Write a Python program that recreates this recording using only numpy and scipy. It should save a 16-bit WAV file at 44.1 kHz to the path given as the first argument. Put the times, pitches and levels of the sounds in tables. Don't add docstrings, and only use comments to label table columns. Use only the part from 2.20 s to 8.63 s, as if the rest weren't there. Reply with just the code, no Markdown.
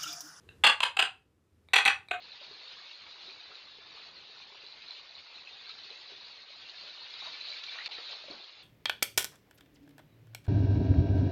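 import sys
import numpy as np
from scipy import signal
from scipy.fft import rfft, irfft
from scipy.io import wavfile
from scipy.ndimage import uniform_filter1d, map_coordinates

SR = 44100
rng = np.random.default_rng(int(sys.argv[2]) if len(sys.argv) > 2 else 0)


def persist_wave(psi):
    counts = np.round(np.clip(psi, -1, 1) * 32767).astype(np.int16)
    wavfile.write(sys.argv[1], SR, np.atleast_2d(counts).T)


N = 283518
TIME = np.arange(N) / SR


def from_db(db):
    return 10 ** (np.asarray(db) / 20)


def rms_one(x):
    return x / np.sqrt(np.mean(x ** 2) + 1e-20)


def drift(rate_hz):
    return rms_one(np.interp(TIME * rate_hz, np.arange(2000), rng.standard_normal(2000)))


def band(x, low_hz, high_hz):
    return signal.sosfilt(signal.butter(2, [low_hz, high_hz], "band", fs=SR, output="sos"), x)


def coloured(x):
    # f/Hz, relative density/dB
    colour = [(40, -24.5), (90, -23), (230, -23), (420, -14.5), (1100, -10), (1900, -10), (2600, -4),
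              (3300, -5), (3900, -0.5), (4350, -1.5), (5000, -12), (5600, -20.5), (6800, -26), (7600, -45)]
    hz, db = np.transpose(colour)
    log_bins = np.log(np.fft.rfftfreq(2 * N, 1 / SR) + 1)
    gain = from_db(np.interp(log_bins, np.log(hz), db))
    return irfft(rfft(x, 2 * N) * gain)[:N]


def add(out, start_s, sound):
    start = int(np.clip(start_s * SR, 0, N - 1))
    out[start:start + len(sound)] += sound[:N - start]


def bubble(age_s, hz, t60_s, rise, onset_s):
    phase = 2 * np.pi * hz * age_s * (1 + rise * np.minimum(age_s / t60_s, 2) / 2)
    return np.sin(phase) * from_db(-60 * age_s / t60_s) * (1 - np.exp(-age_s / onset_s))


def swarm(low_hz, high_hz, per_s, cycles, spread_db, wash_db, patchy_db):
    edges_hz = np.geomspace(low_hz, high_hz, num=49)
    bubbles = np.zeros(N)
    for low, high in zip(edges_hz, edges_hz[1:]):
        draws = rng.random((int(per_s * N / SR / len(edges_hz) * 2) + 2, 3))
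        wait, size, detune = draws.T
        births_s = np.cumsum(-np.log(1 - wait)) * len(edges_hz) / per_s
        gains = from_db(spread_db * np.minimum(-np.log(1 - size), 3)) * high
        pitches_hz = low + (high - low) * detune
        for s, gain, hz in zip(births_s[births_s < N / SR], gains, pitches_hz):
            t60_s = cycles / hz
            add(bubbles, s, gain * bubble(TIME[:int(t60_s * SR)], hz, t60_s, rise=0.052, onset_s=0.00006))
    wash = band(rng.standard_normal(N), low_hz, high_hz) * from_db(patchy_db * drift(60))
    return rms_one(rms_one(coloured(bubbles)) + from_db(wash_db) * rms_one(coloured(wash)))


def surges():
    # crest t/s, swell/dB, length/s
    surge_rows = [(0.157, 2, 0.043), (0.239, 4.5, 0.098), (0.355, 1.5, .08), (0.52, 3.4, 0.26),
                  (0.892, 2.5, 0.074), (1.064, 2.5, 0.17), (1.36, 2, .2), (1.813, 3.5, 0.24),
                  (2.197, 2.5, 0.14), (2.347, 3.5, 0.053), (2.708, 3, 0.24), (2.984, 4.5, 0.058),
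                  (3.172, 3, 0.06), (3.62, -0.5, 0.074), (3.907, 2, 0.09), (4.26, -2.5, 0.1),
                  (4.5, 1.5, 0.16), (5.037, 4.5, 0.17), (5.141, 5, 0.049), (5.307, 2.5, 0.23),
                  (5.367, 3, 0.049), (5.411, -3, 0.033), (5.534, 2.5, 0.091), (5.927, 3.5, 0.058),
                  (6.105, 2.5, 0.068)]
    rise_share = 0.6
    swell_db = np.zeros(N)
    for crest_s, db, length_s in surge_rows:
        start_s = crest_s - rise_share * length_s
        end_s = crest_s + (1 - rise_share) * length_s
        swell_db += np.interp(TIME, [start_s, crest_s, end_s], [0, db, 0])
    return swell_db


def echoes(x, sway_s, sway_rate_hz):
    # delay/s, level/dB
    echo_paths = [(.0027, -22.5), (.0053, -5.5), (.0072, -5.5), (0.015, -5), (0.0182, -2.5)]
    out, power = x, 1
    for delay_s, db in echo_paths:
        path_s = delay_s + sway_s * drift(sway_rate_hz)
        out = out + from_db(db) * map_coordinates(x, [(TIME - path_s) * SR], order=1)
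        power = power + from_db(db) ** 2
    return out / np.sqrt(power)


def moving_water():
    # t/s, level/dB
    effort = [(0, -52.5), (.5, -51), (.8, -52), (1.15, -50.5), (1.62, -53.5), (1.85, -53), (2.4, -52),
              (3.1, -52.5), (3.55, -49), (4.0, -50), (4.29, -51.5), (4.55, -49), (4.88, -47.5),
              (5.3, -45.5), (5.62, -46), (5.9, -44), (6.02, -49), (6.43, -54.5)]
    calm_db = -51.5
    effort_db = np.interp(TIME, *np.transpose(effort)) - calm_db
    surge_db = surges()
    spray_gain = from_db(-52.5 + 0.98 * effort_db + surge_db)
    churn_gain = from_db(-56.5 + 0.92 * effort_db + 0.81 * surge_db)
    slosh_gain = from_db(-63.5 + 0.5 * effort_db + 0.81 * surge_db)
    spray = swarm(3347, 7000, per_s=800, cycles=95, spread_db=3.0, wash_db=-4.5, patchy_db=-2.0)
    churn = swarm(1400, 3300, per_s=380, cycles=45, spread_db=3.5, wash_db=0, patchy_db=2.1)
    slosh = swarm(279.6, 1361, per_s=220, cycles=30, spread_db=1.0, wash_db=2, patchy_db=1.46)
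    bright = echoes(spray_gain * spray + churn_gain * churn, sway_s=0.00018, sway_rate_hz=3)
    clumps = from_db(0.03 * drift(90))
    return bright * clumps + slosh_gain * slosh


def splashes():
    # t/s, initial rms/dB, t60/s, lower edge f/Hz, upper edge f/Hz
    sheets = [(.225, -62, .3, 330, 1100), (1.3, -62.5, .25, 330, 900), (3.491, -42.5, 0.11, 1990, 7000),
              (3.699, -59, 0.18, 121, 750), (3.92, -59, 0.14, 100, 796), (4.64, -60, 0.26, 350, 800),
              (5.05, -52.5, 0.38, 600, 1430), (5.436, -36.5, .057, 2520, 6900),
              (5.545, -50, .45, 460, 1800), (5.585, -45, 0.21, 1400, 2750), (5.651, -42, 0.047, 2000, 4780),
              (5.6618, -34, 0.042, 1510, 5660), (5.678, -47, 0.19, 400, 1080),
              (5.711, -40.5, 0.17, 1970, 4400), (5.781, -45.5, 0.14, 300, 1780),
              (5.916, -44, 0.17, 3400, 4800), (5.918, -53.5, 0.22, 352, 1300), (6.095, -50, .29, 85, 1060)]
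    grain_db, grains_per_s = 2, 350
    rise_cycles = 0.96
    out = np.zeros(N)
    for s, db, t60_s, low_hz, high_hz in sheets:
        gobbets = rng.standard_normal(N) * from_db(grain_db * drift(grains_per_s))
        burst = rms_one(coloured(band(gobbets, low_hz, high_hz)))
        decay = from_db(db - 60 * TIME / t60_s)
        rise = np.minimum(TIME * low_hz / rise_cycles, 1)
        add(out, s, burst * decay * rise)
    return out


def smack():
    # f/Hz, level/dB, t60/s
    port = [(2470, -7, 0.005), (3400, -13, 0.0024), (4320, -2.5, 0.0068), (5600, -20, .002)]
    start_s, peak_db = 5.66, -22
    age_s = TIME[:SR // 20]
    ring = sum(from_db(db) * bubble(age_s, hz, t60_s, rise=0, onset_s=0.00043) for hz, db, t60_s in port)
    out = np.zeros(N)
    add(out, start_s, from_db(peak_db) * ring / np.abs(ring).max())
    return out


def bubble_clusters(rows, rise, onset_s, scatter, lag, follower_db, count):
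    out, age_s = np.zeros(N), TIME[:SR // 4]
    for s, db, hz, t60_s in rows:
        add(out, s, from_db(db) * bubble(age_s, hz, t60_s, rise, onset_s))
        for late, detune in rng.random((count, 2)):
            pitch_hz = hz * (1 + scatter * (2 * detune - 1))
            follower = from_db(db + follower_db) * bubble(age_s, pitch_hz, t60_s, rise, onset_s)
            add(out, s + lag * late * t60_s, follower)
    return out


def drops():
    # t/s, level/dB, bubble f/Hz, t60/s
    drop_rows = [(0.119, -35.5, 4010, 0.021), (.456, -41.5, 3560, 0.02), (0.481, -37, 4270, 0.015),
                 (.613, -41.5, 4150, 0.026), (.713, -39, 3880, .025), (0.866, -43.5, 2255, 0.032),
                 (1.088, -36.5, 3970, .012), (1.097, -42.5, 2440, .03), (1.204, -43, 3860, 0.037),
                 (1.354, -35.5, 4030, 0.022), (1.968, -40, 4170, .025), (2.465, -31, 3990, 0.014),
                 (2.524, -37.5, 3950, 0.018), (2.621, -38.5, 3930, 0.023), (2.684, -35.5, 4030, 0.03),
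                 (2.708, -31.5, 4070, 0.027), (2.736, -42.5, 4010, 0.044), (2.98, -46.5, 2920, .04),
                 (3.205, -38, 3890, 0.022), (3.273, -34.5, 2590, 0.022), (3.316, -45, 3770, .04),
                 (3.33, -41, 3640, 0.064), (3.493, -36, 4040, 0.029), (3.515, -39, 3980, .025),
                 (3.704, -35.5, 4020, 0.03), (4.045, -39.5, 3920, 0.021), (4.13, -46.5, 4200, 0.024),
                 (4.496, -37, 4220, 0.028), (4.751, -41, 3780, .025), (4.782, -38.5, 3700, 0.03),
                 (4.827, -37.5, 3920, 0.029), (4.906, -39, 4420, 0.018), (4.939, -27.5, 3800, 0.01),
                 (5.01, -31.5, 3730, 0.015), (5.066, -33, 3820, 0.028), (5.211, -26, 4020, 0.016),
                 (5.285, -32, 3950, 0.019), (5.303, -31, 4010, 0.036), (5.325, -36, 2270, 0.024),
                 (5.339, -38, 2290, .03), (5.465, -33, 4140, 0.026), (5.483, -38, 2335, 0.06),
                 (5.494, -33, 3560, 0.032), (5.722, -33, 3900, 0.025), (6.11, -37, 4360, .025),
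                 (6.243, -36, 3300, 0.016)]
    return bubble_clusters(drop_rows, rise=0.013, onset_s=0.0004, scatter=0.23, lag=0.77,
                           follower_db=-16.5, count=2)


def gulps():
    # t/s, level/dB, bubble f/Hz, t60/s
    gulp_rows = [(0.136, -54, 805, .039), (0.214, -49, 578, .055), (0.311, -48.5, 410, .075),
                 (.466, -55, 1170, .04), (.602, -49.5, 1160, .04), (.838, -54, 1120, .04),
                 (0.957, -55, 973, .052), (1.008, -55, 800, .05), (1.08, -54.5, 378, .14),
                 (1.315, -50, 1270, .06), (1.322, -54, 435, .06), (1.47, -56, 1170, .045),
                 (1.585, -52.5, 435, .06), (1.745, -55.5, 445, .07), (1.772, -56, 835, .04),
                 (1.775, -50, 1210, .04), (1.828, -55, 1360, .05), (1.888, -52, 1240, .05),
                 (2.095, -56.5, 450, .06), (2.2, -57, 1055, .06), (2.32, -55, 405, .07),
                 (2.436, -53, 413, .06), (2.54, -55.5, 844, .05), (2.795, -48, 1126, .045),
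                 (2.852, -55, 1100, .04), (3.36, -54, 757, .05), (3.495, -48, 1280, .075),
                 (3.711, -51, 454, .08), (3.92, -50, 407, .05), (4.304, -53.5, 610, .04),
                 (4.637, -51, 580, .05), (4.815, -50, 940, .04), (5.021, -43.5, 1084, .045),
                 (5.025, -44.5, 810, .04), (5.048, -48, 1170, .035), (5.072, -45.5, 643, .04),
                 (5.072, -40.5, 980, .05), (5.52, -43, 1700, .025), (5.587, -33.5, 1850, .035),
                 (5.59, -45, 1350, .035), (5.605, -36, 1970, .04), (5.61, -49, 806, .035),
                 (5.612, -41, 1710, .025), (5.621, -36.5, 2070, .03), (5.687, -41, 800, .04),
                 (5.785, -47, 450, .045), (5.892, -53, 587, .05), (5.908, -48.5, 695, .045),
                 (5.925, -55.5, 870, .037), (5.93, -48, 600, .04), (6.04, -44.5, 600, .035),
                 (6.083, -43.5, 553, .085), (6.101, -45.5, 296, .11), (6.108, -50.5, 385, .09),
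                 (6.113, -46, 704, .06), (6.135, -51, 555, .05), (6.15, -48.5, 817, .05),
                 (6.197, -50.5, 687, .045)]
    return bubble_clusters(gulp_rows, rise=0.12, onset_s=0.00033, scatter=0.26, lag=0.9,
                           follower_db=-13, count=2)


def rumble():
    noise = rms_one(coloured(band(rng.standard_normal(N), 42, 280)))
    flicker_db = np.minimum(5.5 * drift(18), 5)
    return from_db(-75.5 + flicker_db) * noise


def yard(x, wet_db):
    t60_s, gap_s = 0.34, 0.004
    age_s = TIME[:SR // 2]
    tail = rng.standard_normal(len(age_s)) * from_db(-60 * age_s / t60_s) * (age_s > gap_s)
    return x + from_db(wet_db) * signal.fftconvolve(x, tail / np.linalg.norm(tail))[:N]


def scene():
    events = yard(drops() + splashes() + smack(), wet_db=-5.5)
    gulp_sound = yard(gulps(), wet_db=-13.5)
    return (moving_water() + events + gulp_sound + rumble())[None]


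def gain_control(x, threshold_db, duck_db, snap_db, lag_s, hold_s, snap_s):
    over = np.abs(x[0]) > from_db(threshold_db)
    held_db = np.zeros(N)
    for db, length_s in ((duck_db, hold_s), (snap_db, snap_s)):
        recent_peaks = signal.fftconvolve(over, np.ones(int(length_s * SR)))[:N]
        held_db += db * (recent_peaks > 0.5)
    late_db = np.interp(TIME - lag_s, TIME, held_db)
    return x * from_db(uniform_filter1d(late_db, SR // 200))


def record(dry):
    ducked = gain_control(dry, threshold_db=-24.5, duck_db=-6, snap_db=-17,
                          lag_s=0.0205, hold_s=0.031, snap_s=0.005)
    cutoff_hz = 7800
    return signal.sosfilt(signal.ellip(10, 0.2, 70, cutoff_hz, fs=SR, output="sos"), ducked)


dry = scene()
out = record(dry)
persist_wave(out)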